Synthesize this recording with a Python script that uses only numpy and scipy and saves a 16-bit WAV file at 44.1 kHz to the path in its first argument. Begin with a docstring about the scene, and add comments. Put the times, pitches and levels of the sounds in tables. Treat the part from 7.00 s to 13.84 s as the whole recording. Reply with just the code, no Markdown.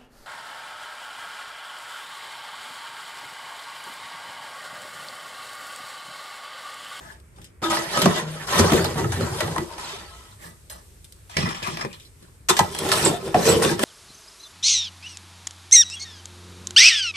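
"""A light brush and a few ember snaps, then a steel shovel scrapes over the sill of a wood stove,
digs into the burning coals and tips them into a metal bucket. Grit crunches under the blade and
rings the steel; the shovel's weight rumbles the firebox, and lumps knock and crush.
Heard from a close pair of microphone ports in a small wooden room that hums softly."""
import sys
import numpy as np
from scipy import signal
from scipy.io import wavfile

SR = 44100
rng = np.random.default_rng(int(sys.argv[2]) if len(sys.argv) > 2 else 0)


def wav_out(sig):
    """Save sig, one row per channel (or a flat mono array), as 16-bit PCM at SR to the path in sys.argv[1]."""
    wavfile.write(sys.argv[1], SR, np.round(np.clip(np.atleast_2d(sig).T, -1, 1) * 32767).astype(np.int16))


N = 301644

# Shovel strokes at the stove and bucket, one list each.
# Each row: time in seconds, scrape on the blade in dB, weight on the firebox or bucket in dB.
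STROKES = [
    [(.618, -43, -34), (.64, -26.5, -39), (.69, -33.5, -34.5), (.73, -29.5, -33), (.88, -36, -42.5),
     (.97, -24.5, -30), (1.06, -27.5, -14), (1.14, -29, -34), (1.18, -25, -27.5), (1.25, -41, -39),
     (1.45, -39.5, -43.5)],
    [(1.47, -32, -46.5), (1.6, -16, -15), (1.63, -25, -26.5), (1.7, -25.5, -25), (1.74, -23, -16),
     (1.78, -26, -20.5), (1.96, -39, -28.5), (1.99, -29, -20.5), (2.05, -38.5, -24), (2.1, -42, -39),
     (2.23, -33.5, -19), (2.3, -36, -33), (2.41, -32, -29), (2.6, -39.5, -29), (2.67, -47, -44.5),
     (2.74, -41, -46)],
    [(2.76, -45.5, -46), (2.9, -35.5, -44.5), (3.07, -48.5, -49), (3.33, -53, -62)],
    [(4.367, -24, -26), (4.41, -26, -30.5), (4.45, -30.5, -28.5), (4.59, -42.5, -51), (4.63, -43, -50),
     (4.7, -33.5, -39.5), (4.76, -39, -45), (4.82, -34, -48), (4.87, -51.5, -41), (4.98, -57, -68)],
    [(5.486, -20.5, -35), (5.498, -14, -22.5), (5.52, -30, -33), (5.555, -36, -45), (5.606, -35, -25),
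     (5.7, -43, -38.5), (5.86, -32, -30.5), (6.0, -24.5, -26.5), (6.06, -22.5, -16.5), (6.2, -47, -37.5),
     (6.26, -41, -30), (6.33, -45.5, -39)],
    [(6.344, -34, -12.5), (6.41, -33.5, -23.5), (6.49, -19, -15), (6.59, -33.5, -23), (6.72, -28.5, -20),
     (6.77, -47, -34), (6.84, -21, -17.5)],
]
# Shovel and boots brush lightly between strokes.
# Each row: start, rise and hold in seconds, scrape in dB, weight in dB.
BRUSHES = [(0, 0.0017, 0.11, -46.5, -57), (0.326, .05, .02, -56.5, -51), (3.385, 0.049, 0.034, -43, -51),
           (3.699, 0.012, .03, -44, -56), (4.295, 0.015, 0.082, -43.5, -57.5),
           (5.17, 0.042, 0.026, -58, -57)]
BRUSH_RISE_DB, RELEASE_DB_PER_S = 15.5, 206


def shovel_effort():
    """Scrape and weight in dB: each stroke or brush lands, runs its course and dies; the loudest rules."""
    brushes = [[(start, scrape - BRUSH_RISE_DB, weight - BRUSH_RISE_DB),
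                (start + rise, scrape, weight), (start + rise + hold, scrape, weight)]
               for start, rise, hold, scrape, weight in BRUSHES]
    t, effort_db = np.arange(N) / SR, np.full((2, N), -120.)
    for move in STROKES + brushes:
        fade_db = RELEASE_DB_PER_S * np.maximum(t - move[-1][0], 0) + 200 * (t < move[0][0])
        effort_db = np.maximum(effort_db, np.array(in_time(move)) - fade_db)
    return effort_db


# Modes of the shovel blade and the bucket wall. Each row: pitch in Hz, width in Hz, level in dB.
BLADE_MODES = [(601, 54, 1.5), (700, 70, 0.5), (818, 86, 0.5), (877, 28.4, -4), (930, 46, 0.5),
               (1034, 42, 0.5), (1150, 45, -2), (1283, 46, -0.5), (1402, 330, 3.5), (1666, 157, 2),
               (1764, 157, 1.5), (1973, 17, -5.5), (2150, 130, -18.5)]
BUCKET_MODES = [(785, 95, 2), (1040, 290, 17.5), (1990, 110, 7), (2260, 52, -15), (2480, 210, 11.5),
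                (3370, 61, -30), (4030, 98, -12.5), (5400, 230, 6)]


def blade_and_bucket(scrape_db, bucket_share):
    """Fine grit and knocks ring the steel blade and, by its share, the bucket."""
    knocking = knock_envelope(BLADE_DB, trim_db=-0.5, t60_scale=1)
    scrape = grains(4000, 2.57, 1.1) * (from_db(scrape_db) + knocking)
    blade = ring(scrape, BLADE_MODES, spread=0.47, wander_db=4, knock_column=BLADE_DB, knock_db=-5.5)
    bucket = ring(scrape, BUCKET_MODES, spread=0.56, wander_db=6, knock_column=BLADE_DB, knock_db=6.5)
    return (1 - bucket_share) * blade + bucket_share * bucket


# Hard blows. Each row: start in seconds, level in dB, pitch rung hardest in Hz, crack of grit in dB.
BLOWS = [(.3835, -34, 106, -64), (.6261, -24.5, 345, -37), (.7694, -17, 930, -34), (.9734, -14.5, 589, -18),
         (1.0573, -3, 222, -11), (1.5935, -3.5, 274, -29.5), (1.72, -6, 217, -14.5),
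         (1.7336, -10.5, 320, -18), (1.9784, -24, 330.4, -37), (2.044, -15, 129, -45),
         (2.2074, -20, 400, -24), (2.478, -21, 385, -58), (2.5606, -17.5, 784, -27),
         (2.581, -18, 1490, -21.5), (4.3681, -10, 1990, -13), (4.4286, -11.5, 159, -47),
         (4.475, -26, 169, -47), (4.621, -25.5, 139, -43), (4.673, -25, 169, -30),
         (4.7712, -20.5, 1140, -24), (4.8492, -26.5, 400, -55), (5.5027, -7.5, 890, -22),
         (5.591, -0.5, 840, -3.5), (5.604, -10.5, 173, -40), (5.7876, -23.5, 615, -16.5),
         (6.0599, -5, 355, -37), (6.3441, -8.5, 590, -51), (6.4534, -14, 463, -23),
         (6.6485, -7.5, 336, -22), (6.793, -13.5, 340, -16), (6.8344, -6, 324, -21)]
# Coal lumps crush; embers snap, too light to move the iron.
# Each row: start in seconds, level in dB, nominal time to fall 60 dB in seconds.
COAL_CRUNCHES = [(.6988, -23.5, 0.39), (1.0169, -16, 0.089), (1.8437, -17, 0.064), (2.1197, -24, 0.096),
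                 (2.405, -17, 0.038), (2.7793, -32, .18), (3.698, -35, 0.072), (4.2945, -42.5, 0.24),
                 (4.488, -28.5, 0.1), (4.546, -32.5, 0.16), (4.6264, -26.5, 0.26), (4.81, -28.5, 0.052),
                 (5.567, -15.5, 0.1), (5.748, -19.5, 0.021), (5.764, -30, 0.01), (5.889, -19.5, 0.013),
                 (5.9167, -10.5, 0.066), (5.938, -17, 0.0095), (6.6216, -20, .24)]
EMBER_SNAPS = [(0.2, -48, 0.018), (.361, -51, .05), (0.415, -42, 0.075), (.4426, -39.5, .093),
               (4.043, -37.5, 0.047), (4.123, -35.5, 0.024), (4.928, -36.5, 0.1), (4.997, -43, 0.24),
               (5.05, -50, .05), (5.225, -47.5, .04)]
CRUNCH_FIREBOX_DB, CRUNCH_BLADE_DB, CRUNCH_PITCH_HZ = -28.5, -3, 405
BLOW_T60_S, SPLIT_HZ = 0.017, 470  # lower blows land on the firebox, higher ones on the blade
BLADE_LOSS_DB_PER_OCT, FIREBOX_LOSS_DB_PER_OCT = 6.5, 15
BOOM_SPLIT_HZ, BOOM_LOSS_DB_PER_OCT = 285, 8  # knocks above this pitch stir the boom less
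START_S, GRIT_DB, FIREBOX_DB, BLADE_DB, T60_S, PITCH_HZ, BOOM_DB = range(7)  # columns of knocks()


def knocks():
    """Every crunch, snap and blow, with its force shared among grit, firebox, blade and boom."""
    rows = [(start, db, db + CRUNCH_FIREBOX_DB, db + CRUNCH_BLADE_DB, t60, CRUNCH_PITCH_HZ)
            for start, db, t60 in COAL_CRUNCHES]
    rows += [(start, db, -200, -200, t60, CRUNCH_PITCH_HZ) for start, db, t60 in EMBER_SNAPS]
    for start, db, hz, crack_db in BLOWS:
        octaves = np.clip(np.log2(hz / SPLIT_HZ), -1, 2)
        firebox_db = db - FIREBOX_LOSS_DB_PER_OCT * max(octaves, 0)
        blade_db = db + BLADE_LOSS_DB_PER_OCT * min(octaves, 0)
        rows.append((start, crack_db, firebox_db, blade_db, BLOW_T60_S, hz))
    rows = np.array(rows)
    boom_loss_db = BOOM_LOSS_DB_PER_OCT * np.log2(rows[:, PITCH_HZ] / BOOM_SPLIT_HZ).clip(0)
    return np.column_stack([rows, rows[:, FIREBOX_DB] - boom_loss_db])


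def knock_envelope(column, trim_db, t60_scale):
    """Each knock is a sudden force that dies away exponentially."""
    force, t = np.zeros(N), np.arange(SR // 4) / SR
    for hit in knocks():
        at = round(hit[START_S] * SR)
        t60 = np.clip(hit[T60_S] * t60_scale, .004, 1)
        force[at:at + len(t)] += from_db(hit[column] + trim_db - 60 * t / t60)[:N - at]
    return force


# The stove's firebox: the boom of its air and floor, then its iron walls.
# Each row: pitch in Hz, width in Hz, level in dB.
BOOM_MODES = [(90.2, 14, 1), (105.7, 14, -1), (150.6, 43, 6.5), (181.7, 16.4, 2.5), (216.3, 37, -2)]
IRON_WALL_MODES = [(336.8, 42.5, 1), (348.6, 31.5, 4.5), (378.5, 37, -3), (411.4, 23.6, -3),
                   (461, 54, -3.5), (574, 11.5, -14.5)]


def firebox(weight_db, boom_db, tilt_db):
    """Coarse contacts under the shovel's weight shake the heavy iron."""
    lumps = grains(700, 2.98, 2.65)
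    heave = from_db(weight_db + boom_db) + knock_envelope(BOOM_DB, trim_db=-3.5, t60_scale=1.6)
    thud = from_db(weight_db) + knock_envelope(FIREBOX_DB, trim_db=-0.5, t60_scale=0.75)
    boom = ring(lumps * heave, BOOM_MODES, spread=0.051, wander_db=1.5,
                knock_column=FIREBOX_DB, knock_db=-4.5, tilt_db=tilt_db)
    walls = ring(lumps * thud, IRON_WALL_MODES, spread=0.21, wander_db=3.5,
                 knock_column=FIREBOX_DB, knock_db=-7.5)
    return boom + walls


# The colour of coal grit, close up. Each row: frequency in Hz, spectral density in dB.
GRIT_SPECTRUM = [(1060, -30), (1800, -3), (2350, -2.5), (3040, 1.5), (6360, -3.5), (7950, -9),
                 (12600, -2.5), (14000, -21)]
# Small rings in the grit. Each row: pitch in Hz, width in Hz, level in dB.
GRIT_MODES = [(3040, 220, -12), (3590, 120, -12), (4150, 140, -12), (4540, 130, -13), (5070, 130, -14),
              (5990, 130, -16)]


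def grit(grit_db, tilt_db):
    """Coal crumbs crush under the blade: dense clicks, a broad colour and a few small rings."""
    level = from_db(grit_db) + knock_envelope(GRIT_DB, trim_db=-5.5, t60_scale=1.31)
    clicks = np.array([grains(6000, 1.5, 1.8) for _ in range(2)])
    hits, cracks = knocks(), np.zeros(N)
    cracks[np.round(hits[:, START_S] * SR).astype(int)] = from_db(hits[:, GRIT_DB] + 3)
    force = clicks * level + cracks
    # A near reflection and unrelated scatter reach the two ports in opposite sense.
    reflection = 0.47 * np.pad(force, ((0, 0), (23, 0)))[:, :N]
    side = reflection + 1.59 * level * grains(6000, 3.1, 0.66)
    ports = np.stack([force + side, force - side], axis=1)
    power = sum(np.mean(band ** 2) for _, band in bands(clicks[:, :SR], GRIT_SPECTRUM, 1800, count=6))
    crunch = sum(from_db(1.68 * drift(23) + tilt_db * np.log2(hz / 4500)) * band
                 for hz, band in bands(ports, GRIT_SPECTRUM, 1945, count=6))
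    rings = ring(force[0], GRIT_MODES, spread=0.62, wander_db=6)
    return 0.73 * crunch / np.sqrt(power) + from_db(-10.5) * rings


# Rubs that sing or squeak. Each row: start and fade length in seconds, pitch and width in Hz,
# level in dB, left over right in dB.
SINGING_RUBS = [(0.63, 0.19, 331, 9.9, -25, -2), (0.632, 0.05, 1269, 40, -23, 2),
                (0.703, 0.064, 1250, 28, -24, 0), (0.845, 0.26, 920, 28, -55, 2),
                (1.08, 0.34, 155.4, 5.2, -29.5, 1.5), (2.032, 0.36, 105, 28, -21.5, 2.5),
                (2.956, 0.33, 1297, 25, -45.5, 4), (5.723, 0.27, 3280, 92, -39, 2),
                (5.846, 0.55, 388, 7.7, -27.5, -3), (6.048, 0.049, 7770, 500, -18, -4),
                (6.342, 0.037, 712, 102, -10, 4), (6.13, 0.044, 697, 57, -24, 4),
                (6.466, 0.27, 440, 78, -15, -2.5), (6.489, 0.052, 7820, 140, -22, -3)]


def singing_rubs():
    """Stick and slip: a rough, fading rub of up to half a second drives one narrow mode."""
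    out, t = np.zeros((2, N)), np.arange(SR // 2) / SR
    slip = from_db(2.25 * drift(61))
    for start, length, hz, width, db, pan_db in SINGING_RUBS:
        at = round(start * SR)
        fade = (t < length) * from_db(-15 * t / length)
        rub = rms_one(resonance(rng.standard_normal(len(t)), hz, 3 * width)) * fade
        tone = resonance(rub[:N - at] * slip[at:at + len(t)], hz, width) * np.sqrt(width / SR) * 3
        out[:, at:at + len(t)] += tone * from_db(db + np.array([[pan_db], [-pan_db]]) / 2)
    return out


# The shovel before the microphones: floor, sill, coal bed, drawn out, carried across, bucket,
# swung back, coal bed close by. Each row: arrival and right port's lag in seconds, left over right
# in dB, bucket share from 0 to 1, grit over scrape in dB, grit tilt in dB per octave,
# boom over weight in dB, boom tilt in dB per octave, ember hiss in dB.
SHOVEL_PLACES = [(0, 0.00039, 0, 0, -6.5, 2.6, 4.5, -2, -7.5),
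                 (.6, 0.000067, -1.5, 0.06, -3, -0.6, -5, 17, -11.5),
                 (1.47, 0.000071, -1, 0, -3.5, 0.7, -1.5, -2, 11),
                 (2.75, 0.000056, -2, 0.2, -1, -1.1, -5.5, 6, 2),
                 (3.4, 0.00052, -1.5, 0.11, -5.5, 5, 4, 1.5, 0),
                 (4.35, 0.00046, -1.7, 0.62, -5.5, -3.5, 1.5, 8.5, 1.3),
                 (5.05, 0.00061, 0, 0.4, -3.5, 0, 2.5, -1, -2),
                 (5.481, 0.000017, -2, 0.25, 0, 1.5, -4.5, 6, -5.5)]
MOVE_S = 0.13


def shovel_path():
    """The shovel stays at each place, then glides to the next."""
    rows = [SHOVEL_PLACES[0]]
    for here, there in zip(SHOVEL_PLACES, SHOVEL_PLACES[1:]):
        rows += [(there[0] - MOVE_S, *here[1:]), there]
    return in_time(rows)


ROOM_T60_S, WALL_CUT_HZ, BASS_LEAK_HZ = 0.2, 3100, 221


def wooden_room(direct):
    """Thin planks let the bass out; the rest echoes in four loops a side, duller on every round."""
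    trapped = signal.sosfilt(signal.butter(2, BASS_LEAK_HZ, "high", fs=SR, output="sos"), direct)
    echoes, dull = np.zeros((2, N)), np.exp(-2 * np.pi * WALL_CUT_HZ / SR)
    for k, lag in enumerate((rng.uniform(0.0097, 0.021, size=8) * SR).astype(int)):
        loop, state = trapped.copy(), [0.]
        gain = from_db(-60 * lag / SR / ROOM_T60_S)
        for i in range(lag, N, lag):
            back, state = signal.lfilter([gain * (1 - dull)], [1, -dull], loop[i - lag:i], zi=state)
            loop[i:i + lag] += back[:N - i]
        echoes[k % 2] += (loop - trapped) * (-1) ** (k // 2)
    return echoes


# The room's hum around the microphones. Each row: frequency in Hz, spectral density in dB.
HUM_SPECTRUM = [(12, -37), (20, -31), (48, 4.5), (81, 5), (286, -20), (397, -10.5), (599, -24),
                (1160, -23.5), (1950, -23.5), (2360, -26.5), (8320, -26), (11900, -26.5), (14000, -51)]
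# How alike the two ports hear it. Each row: frequency in Hz, left-right correlation from 0 to 1.
PORT_LIKENESS = [(30, 0.97), (250, 0.81), (700, 0.15), (2000, 0.1), (14000, 0.13)]
ROOM_TONE_DB = -49


def room_tone(hiss_db):
    """Fire draught and house hum, alike at both ports in the bass only; embers hiss in the treble."""
    tone = 0
    for hz, (mid, side) in bands(rng.standard_normal((2, 2, N)), HUM_SPECTRUM, 27.77, count=18):
        alike = at_hz(PORT_LIKENESS, hz)
        gain = from_db(0.94 * drift(5.7) + hiss_db * (hz > 2400))
        tone += gain * (np.sqrt(1 + alike) * mid + np.sqrt(1 - alike) * side * [[1], [-1]])
    return from_db(ROOM_TONE_DB) * rms_one(tone)


def ring(force, modes, spread, wander_db, knock_column=None, knock_db=0, tilt_db=0):
    """A moving contact drives a body's modes unevenly; knocks favour the modes near their pitch."""
    out, hits = 0, knocks()
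    at = np.round(hits[:, START_S] * SR).astype(int)
    middle_hz = modes[len(modes) // 2][0]
    for k, (hz, width, db) in enumerate(modes):
        drive = force * from_db(db + wander_db * drift(13.8) + tilt_db * np.log2(hz / middle_hz))
        if knock_column:
            octaves = np.abs(np.log2(hz / hits[:, PITCH_HZ])).clip(0, 1.8)
            drive[at] += from_db(hits[:, knock_column] + knock_db - 14.3 * octaves) * np.sqrt(SR / width)
        lean = spread * (-1) ** (k // 2)  # each mode radiates more toward one port
        out += (-1) ** k * resonance(drive, hz, width) * np.array([[1 + lean], [1 - lean]])
    return out / np.sqrt(np.sum(from_db(np.array(modes)[:, 2]) ** 2) * (1 + spread ** 2))


def resonance(x, hz, width):
    """One mode; white noise of rms 1 comes out near rms 1."""
    r = np.exp(-np.pi * width / SR)
    poles = [1, -2 * r * np.cos(2 * np.pi * hz / SR), r * r]
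    return signal.lfilter([1, 0, -1], poles, x) * np.sqrt((1 - r * r) / 2)


def grains(per_s, spread_db, clump_db):
    """Random contacts of uneven size that come in clumps; rms 1."""
    sizes = from_db(spread_db * np.minimum(rng.exponential(1, N), 4)) * rng.choice([-1, 1], N)
    contacts = rng.random(N) < per_s / SR
    return rms_one(sizes * contacts * from_db(clump_db * drift(21)) + 1e-9)


def drift(rate_hz):
    """Slow random wander; rms 1."""
    r = np.exp(-40 * np.pi * rate_hz / SR)  # one step every 20 samples
    slow = signal.lfilter([1], [1, -2 * r, r * r], rng.standard_normal(N // 20 + 2002))[2000:]
    return np.interp(np.arange(N) / 20, np.arange(len(slow)), rms_one(slow))


def bands(pair, spectrum, low_hz, count):
    """Yield (centre Hz, half-octave band at its level), taken from two signals in turn."""
    for k in range(count):
        low = low_hz * 2 ** (k / 2)
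        hz = low * 2 ** .25
        sos = signal.butter(2, [low, min(low * np.sqrt(2), 15500)], "band", fs=SR, output="sos")
        yield hz, from_db(at_hz(spectrum, hz)) * signal.sosfilt(sos, pair[k % 2])


def at_hz(points, hz):
    """Read a spectrum table on a log-frequency axis."""
    freqs, values = np.transpose(points)
    return np.interp(np.log(hz), np.log(freqs), values)


def in_time(rows):
    """Columns of a table as curves over every sample."""
    times, *columns = np.transpose(rows)
    return [np.interp(np.arange(N) / SR, times, column) for column in columns]


def from_db(db):
    """Gain of a level in dB."""
    return 10 ** (np.asarray(db) / 20)


def rms_one(x):
    """Scale to rms 1."""
    return x / np.sqrt(np.mean(x ** 2) + 1e-20)


def scene():
    """Rubbing and knocks drive firebox, blade, bucket and grit; the room answers."""
    scrape_db, weight_db = shovel_effort()
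    lag_s, pan_db, bucket_share, grit_db, grit_tilt_db, boom_db, boom_tilt_db, hiss_db = shovel_path()
    direct = firebox(weight_db, boom_db, boom_tilt_db) + blade_and_bucket(scrape_db, bucket_share)
    direct += grit(scrape_db + grit_db, grit_tilt_db) + singing_rubs()
    direct *= from_db(np.array([pan_db, -pan_db]) / 2)
    direct[1] = np.interp(np.arange(N) - SR * lag_s, np.arange(N), direct[1])
    return direct + from_db(-9) * wooden_room(direct.mean(axis=0)) + room_tone(hiss_db)


PORT_STOP_HZ, TOP_STOP_HZ = 14200, 16400


def record(dry):
    """The microphone ports ring broadly near 8 kHz, peaks are rounded and the top treble is cut."""
    rounded = np.tanh(dry + 0.28 * resonance(dry, hz=8330, width=1334))
    dulled = signal.sosfilt(signal.cheby2(8, 30, PORT_STOP_HZ, fs=SR, output="sos"), rounded)
    return signal.sosfilt(signal.cheby2(12, 70, TOP_STOP_HZ, fs=SR, output="sos"), dulled)


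dry = scene()
out = record(dry)
wav_out(out)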